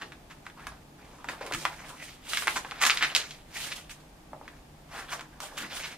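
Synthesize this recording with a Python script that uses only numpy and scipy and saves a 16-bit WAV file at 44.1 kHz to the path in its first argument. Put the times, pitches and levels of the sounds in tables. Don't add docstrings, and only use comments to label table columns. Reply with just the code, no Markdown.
import sys
import numpy as np
from scipy import signal
from scipy.fft import rfft, irfft, next_fast_len
from scipy.io import wavfile

SR = 44100
rng = np.random.default_rng(int(sys.argv[2]) if len(sys.argv) > 2 else 0)


def generate_wav(signal):
    frames = np.transpose(np.atleast_2d(signal))
    scaled = np.clip(frames, -1, 1) * 32767
    pcm = np.round(scaled).astype(np.int16)
    wavfile.write(sys.argv[1], SR, pcm)


def undo_db(level):
    steps = np.asarray(level, float) / 20
    return 10 ** steps


N = 263277
EDGES_HZ = 20 * 2 ** np.arange(0, 10, .5)

# (frequency [Hz], relative level [dB])
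AIR_SHAPE = [(12, -32), (20, 0.5), (49, 0.5), (101, -8), (292, -4), (397, -13), (754, -10), (1110, -16.5),
             (1250, -18), (1950, -20), (7440, -28.5), (15800, -35.5)]
# (frequency [Hz], left-right likeness [0..1])
AIR_LIKENESS = [(60, 1), (240, 0.94), (950, 0.17), (3770, 0.0), (15000, 0.34)]
AIR_DB = -53
HUM_HZ, HUM_WIDTH_HZ, HUM_DB = 148, 5, -61.5

# (frequency [Hz], left-right likeness [0..1])
ECHO_LIKENESS = [(150, 1), (600, 0.84), (1500, 0.23), (4000, 0.025)]
# (frequency [Hz], time [s])
ECHO_T60 = [(300, 0.55), (1000, 0.19), (2800, 0.18), (7000, 0.15), (14000, 0.13)]
# (frequency [Hz], relative level [dB])
ECHO_COLOUR = [(200, -6), (1000, -1.5), (3000, -3), (8000, 3.5), (15000, 0)]
# (frequency [Hz], gain [dB])
LEFT_SHADE = [(2500, 0), (4500, -.5), (8000, -6), (15000, -4)]
LEFT_LAG_S = 4.5e-5

# (time of the top [s], rms level before the swell [dB], centre [Hz])
PUFFS = [(.04, -49.5, 402), (0.699, -51, 61), (1.293, -46.5, 260), (1.556, -45, 143), (1.545, -42.5, 300),
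         (1.57, -46, 327), (2.482, -46.5, 440), (2.561, -48.5, 270), (2.859, -47, 276), (3.03, -48, 304),
         (4.335, -50.5, 300), (5.62, -47, 283), (5.65, -46, 270)]

# (start [s], length [s], sheet rustle level [dB], rustle centre [Hz], surface hiss level in mid-stroke [dB])
STROKES = [(0.0, 0.097, -55, 1250, -64), (0.327, 0.037, -64.5, 1500, -69), (0.585, 0.14, -55, 1180, -63.5),
           (0.99, .23, -56, 1050, -70), (1.311, 0.019, -45.5, 1180, -48), (1.41, 0.096, -42.5, 890, -56),
           (1.54, 0.13, -47, 1920, -44), (1.68, 0.16, -49.5, 1300, -55.5), (1.893, 0.013, -46.5, 1480, -42),
           (2.003, 0.056, -46.5, 2150, -48), (2.076, 0.079, -61.5, 2120, -54.5),
           (2.285, 0.15, -41.5, 2400, -37.5), (2.445, .15, -48, 1820, -40), (2.65, .11, -50, 1450, -55),
           (2.82, 0.065, -39, 1910, -44), (2.938, 0.023, -37, 2100, -37.5), (3.044, 0.07, -37.5, 1880, -68),
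           (3.157, 0.016, -30, 2580, -49), (3.262, 0.086, -52, 2830, -53.5),
           (3.555, 0.12, -42.5, 2200, -38), (3.712, 0.078, -49.5, 2310, -46.5),
           (3.895, 0.032, -56, 1900, -49.5), (4.0, 0.015, -60, 895, -60), (4.443, 0.12, -60.5, 1330, -71),
           (4.938, 0.066, -46.5, 1370, -46.5), (5.104, 0.057, -43, 1420, -47),
           (5.33, 0.017, -58.5, 1340, -74), (5.408, 0.065, -51.5, 1720, -44.5), (5.529, .04, -51, 794, -54),
           (5.577, 0.059, -41.5, 1680, -44.5), (5.732, 0.064, -39, 2070, -42.5),
           (5.821, .1, -48, 1880, -49.5)]
# (frequency [Hz], relative level [dB])
HISS_SHAPE = [(1500, -48), (2500, 9.5), (4000, 4), (6000, 3.5), (8500, 4), (11000, -1.5), (15500, -8)]
RISE_DB_PER_S, FALL_DB_PER_S = 318, 207
HISS_STEEPER, HISS_ARCH_DB = 1.14, 5
LET_GO_S, LET_GO_DB_PER_S = .012, 2500

# (time of the top [s], rms level of the ring before the swell [dB],
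# ring [Hz], edge level against the ring [dB], half length [s])
CRINKLES = [(0.021, -35, 1660, -16, 0.0051), (0.315, -46, 1600, -9, 0.0097),
            (0.466, -52.5, 1420, -6.5, 0.013), (0.601, -49.5, 1270, -27, 0.0073),
            (1.292, -30.5, 1120, -11, 0.0042), (1.415, -37, 670, -28, 0.0033),
            (2.568, -26, 1350, -7.5, 0.0068), (2.827, -21.5, 1750, -3, 0.0097),
            (2.851, -29.5, 1290, -10, 0.0079), (2.88, -31, 1670, -21, 0.0051),
            (3.035, -21.5, 2050, -36, 0.012), (3.725, -33, 2260, -27, 0.0072),
            (3.913, -46, 2400, 2.5, 0.0063), (4.984, -42, 1240, -28, 0.042), (5.131, -33, 1440, -6, 0.01),
            (5.434, -41, 744, -20, 0.01), (5.63, -43, 1520, -20, 0.022), (5.583, -34.5, 2840, -0.5, 0.007),
            (5.849, -36.5, 2460, -36, 0.015)]
# (time [s], peak level of the ring [dB], ring [Hz], edge crack level against the ring [dB])
SNAPS = [(0.0167, -42, 1980.0, -25), (0.0312, -30, 1370, -21), (0.1209, -31.5, 1620, -13),
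         (0.466, -29.5, 1430, -18), (0.4995, -38, 1960.0, -11), (0.669, -25, 1410, -5),
         (1.244, -28, 1040, -11), (1.2875, -21.5, 1810, -15), (1.2969, -26.5, 910, -21.0),
         (1.4105, -43, 745, 0), (1.464, -30, 1250, -2), (1.5125, -23.5, 750, -25), (1.523, -19, 1890, -7.5),
         (1.5305, -26, 1730, -8), (1.5372, -17, 1950, -5.5), (1.5474, -19.5, 1510, -5),
         (1.6528, -9.5, 1340, -14), (1.6574, -23, 1730, -30), (2.3343, -12.5, 1760, -25),
         (2.3726, -10.5, 2330, -12), (2.38, -23, 2300, -22), (2.4231, -20.5, 1330, -10),
         (2.472, -12, 1340, -6.5), (2.4797, -8, 1530, -26), (2.6484, -25.5, 1030, -23.0),
         (2.7112, -22, 2160, -18), (2.7193, -23.5, 1240, -22.0), (2.8371, -7, 1930, -27),
         (2.8522, -10.5, 2460, -2), (2.8649, -10.5, 1540, 1), (2.8697, -8.5, 1850, -1),
         (2.8983, -3.5, 1980, -25), (2.9045, -6.5, 2450, -12), (2.912, -14, 2190, -7),
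         (2.973, -11.5, 2520, -17), (3.0096, -18.5, 1540, -23), (3.0253, -11.5, 2330, -12),
         (3.15, -2.5, 2900, -11), (3.163, -4.5, 2950, -8.5), (3.216, -24, 2870.0, -15),
         (3.3084, -25.5, 3030, -18), (3.8952, -35.5, 2150, -13), (4.3322, -28.5, 726, -22),
         (4.413, -33, 630, -29), (4.4791, -30.5, 1700, -13), (5.1941, -29, 1760, -8),
         (5.209, -29, 1680, -6), (5.4034, -28, 1450, 2.5), (5.5715, -33, 2340, -7), (5.7099, -38, 2230, -8),
         (5.917, -33, 3520, -11)]
SHEET_CYCLES = 3.5
EDGE_HZ = (4800, 8500)
CUTOFF_HZ = 16300


def rms_one(x):
    return x / np.sqrt(np.mean(x ** 2) + 1e-20)


def at_hz(points, hz):
    table_hz, value = np.array(points).T[:2]
    return np.interp(np.log(hz), np.log(table_hz + 1), value)


def drift(rate):
    pole = np.exp(-40 * np.pi * rate / SR)
    draws = rng.standard_normal(N // 20 + 2002)
    slow = signal.lfilter([1], [1, -2 * pole, pole * pole], draws)[2000:]
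    return np.interp(np.arange(N) / 20, np.arange(len(slow)), rms_one(slow))


def ring(x, hz, t60):
    r, w = undo_db(-60 / (t60 * SR)), 2 * np.pi * hz / SR
    return signal.lfilter([0, np.sin(w)], [1, -2 * r * np.cos(w), r * r], x + 1e-18)


def bands(source):
    for k, (low, high) in enumerate(zip(EDGES_HZ, EDGES_HZ[1:])):
        sos = signal.butter(2, [low, high], "band", fs=SR, output="sos")
        yield np.sqrt(low * high), signal.sosfilt(sos, source[k % 2])


def spread(pair, alike):
    alike = np.clip(alike, 0, 1)
    return np.sqrt(1 + alike) * pair[0] + np.sqrt(1 - alike) * pair[1] * [[1], [-1]]


def air():
    noise = 0
    for hz, pair in bands(rng.standard_normal((2, 2, N))):
        gain = undo_db(at_hz(AIR_SHAPE, hz) + 0.26 * drift(52))
        noise = noise + gain * spread(pair, at_hz(AIR_LIKENESS, hz))
    hum = ring(rng.standard_normal(N), HUM_HZ, 2.2 / HUM_WIDTH_HZ)
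    return undo_db(AIR_DB) * rms_one(noise) + undo_db(HUM_DB) * rms_one(hum)


def echoes(first_s=0.0035):
    t = np.arange(SR // 2) / SR
    echo = 0
    for hz, pair in bands(rng.standard_normal((2, 2, len(t)))):
        fall_db = 60 * t / at_hz(ECHO_T60, hz)
        echo = echo + undo_db(at_hz(ECHO_COLOUR, hz) - fall_db) * spread(pair, at_hz(ECHO_LIKENESS, hz))
    echo = echo * np.clip(t / first_s - 1, 0, 1)
    return echo / np.sqrt(np.sum(echo ** 2) / 2)


def room(x, count=5):
    turn = np.arange(N) / SR / .011
    wet = 0
    for k in range(count):
        share = np.clip(1 - np.abs((turn - k) % count - 1), 0, 1)
        wet = wet + signal.fftconvolve((share * x)[None], echoes(), axes=1)[:, :N]
    return wet


def puffs(half_s=0.012, cycles=4.9):
    out, t = np.zeros(N + 4096), np.arange(-2048, 2048) / SR
    for (s, rms_db, hz), shake in zip(PUFFS, rng.standard_normal((len(PUFFS), 8192))):
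        once = ring(shake, hz, cycles / hz)
        low = rms_one(ring(once, hz, cycles / hz)[4096:])
        swell = np.exp(-(t / max(half_s, 3.7 / hz)) ** 2 / 2)
        at = round(s * SR)
        out[at:at + 4096] += undo_db(rms_db) * low * swell
    return out[2048:N + 2048]


def grains(per_s, scatter_db, clump_db, channels):
    born = rng.random((channels, N)) < per_s * undo_db(clump_db * drift(40)) / SR
    size_db = scatter_db * np.minimum(rng.exponential(1, (channels, N)), 4)
    sizes = undo_db(size_db) * rng.choice([-1, 1], (channels, N))
    return rms_one(born * sizes + 1e-9)


def strokes():
    t, snap_s = np.arange(0, N + 64, 64) / SR, np.array(SNAPS)[:, 0]
    start, length, rustle_db, hz, hiss_db = np.array(STROKES).T[:, :, None]
    sudden = np.min(np.abs(start - snap_s), axis=1, keepdims=True) < LET_GO_S
    rise_db = np.where(sudden, LET_GO_DB_PER_S, RISE_DB_PER_S) * np.clip(start - t, 0, None)
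    flank_db = rise_db + FALL_DB_PER_S * np.clip(t - start - length, 0, None)
    off_middle = np.clip(2 * (t - start) / length - 1, -1, 1)
    rustle = undo_db(np.maximum(rustle_db - flank_db, -200)) ** 2
    hiss = undo_db(hiss_db - HISS_STEEPER * flank_db - HISS_ARCH_DB * off_middle ** 2) ** 2
    centre_hz = np.exp(np.sum(rustle * np.log(hz), axis=0) / rustle.sum(axis=0))
    curves = (np.sqrt(rustle.sum(axis=0)), centre_hz, np.sqrt(hiss.sum(axis=0)))
    return [np.interp(np.arange(N) / SR, t, curve) for curve in curves]


def sliding(below_db=4.0, above_db=7.5, focus_db=0.0, patchy_db=2.5):
    rustle_gain, centre_hz, hiss_gain = strokes()
    rustle, power, hiss = 0, 0, 0
    for hz, band in bands(grains(3000, scatter_db=2.5, clump_db=4.5, channels=2)):
        if hz > 300:
            octaves = np.log2(hz / centre_hz)
            slope_db = np.minimum(below_db * octaves, -above_db * octaves)
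            gain = undo_db(slope_db + focus_db * np.exp(-(octaves / 0.26) ** 2))
            patches = undo_db(patchy_db * (drift(32) + drift(7.2)))
            rustle = rustle + gain * patches * band
            power = power + gain ** 2 * band.var()
    fine = grains(9000, scatter_db=2.5, clump_db=5.0, channels=4).reshape(2, 2, N)
    for hz, pair in bands(fine):
        if hz > 1200:
            flicker_db = 1.5 * drift(30)
            hiss = hiss + undo_db(at_hz(HISS_SHAPE, hz) + flicker_db) * spread(pair, 0.05)
    return rustle_gain * rustle / np.sqrt(power), hiss_gain * rms_one(hiss)


def sheet(slips, hz):
    sos = signal.butter(2, [0.63 * hz, 3.18 * hz], "band", fs=SR, output="sos")
    soft = signal.sosfilt(sos, slips)
    upper = ring(soft, 1.48 * hz, SHEET_CYCLES / hz / 1.92)
    return ring(soft, hz, SHEET_CYCLES / hz) + 1.3 * upper


def edge(fizz):
    return signal.sosfilt(signal.butter(1, EDGE_HZ, "band", fs=SR, output="sos"), fizz)


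def crinkles(spiky=1.43):
    out, t = np.zeros((2, N + 8192)), np.arange(-4096, 4096) / SR
    noise = rng.standard_normal((len(CRINKLES), 2, 8192))
    for (s, rms_db, hz, edge_db, half), shake in zip(CRINKLES, noise):
        slips = shake * np.abs(shake[0]) ** spiky
        body = rms_one(sheet(slips[0], hz))
        burst = body + undo_db(edge_db) * rms_one(edge(spread(slips, 0.043)))
        at = round(s * SR)
        out[:, at:at + 8192] += undo_db(rms_db) * burst * np.exp(-(t / half) ** 2 / 2)
    return out[:, 4096:N + 4096]


def snaps(flutter_db=-8.5, flutter_s=0.0072, crack_s=0.0013):
    out, t = np.zeros((2, N + 4096)), np.arange(4096) / SR
    noise = rng.standard_normal((len(SNAPS), 3, 4096))
    for (s, peak_db, hz, edge_db), (shake, *fizz) in zip(SNAPS, noise):
        flutter = undo_db(flutter_db - 0.18 * (peak_db + 12.0)) * np.exp(-t / flutter_s)
        slips = shake * flutter * np.sqrt(hz / SR)
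        slips[0] = -1
        body = sheet(slips, hz)
        crack = edge(spread(fizz, 0.14) * (np.exp(-t / crack_s) + 1.7 * flutter))
        snap = body / np.abs(body).max() + undo_db(edge_db) * crack / np.abs(crack).max()
        at = round(s * SR)
        out[:, at:at + 4096] += undo_db(peak_db) * snap
    return out[:, :N]


def scene():
    rustle, hiss = sliding()
    book = snaps() + crinkles() + rustle + puffs() + hiss
    size = next_fast_len(N)
    hz = np.arange(size // 2 + 1) * SR / size + 1
    lag = np.exp(-2j * np.pi * hz * LEFT_LAG_S)
    late = irfft(rfft(book[0], size) * lag, size)[:N]
    heard = np.array([late, book[1]]) + undo_db(-4.5) * room(book[1])
    heard[0] = irfft(rfft(heard[0], size) * undo_db(at_hz(LEFT_SHADE, hz)), size)[:N]
    return heard + air()


def top_cut(x):
    return signal.sosfilt(signal.butter(12, 16980, fs=SR, output="sos"), x)


def record(dry):
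    low_pass = signal.cheby2(12, 50, CUTOFF_HZ, fs=SR, output="sos")
    mix = signal.sosfilt(low_pass, dry)
    return top_cut(mix)


dry = scene()
out = record(dry)
generate_wav(out)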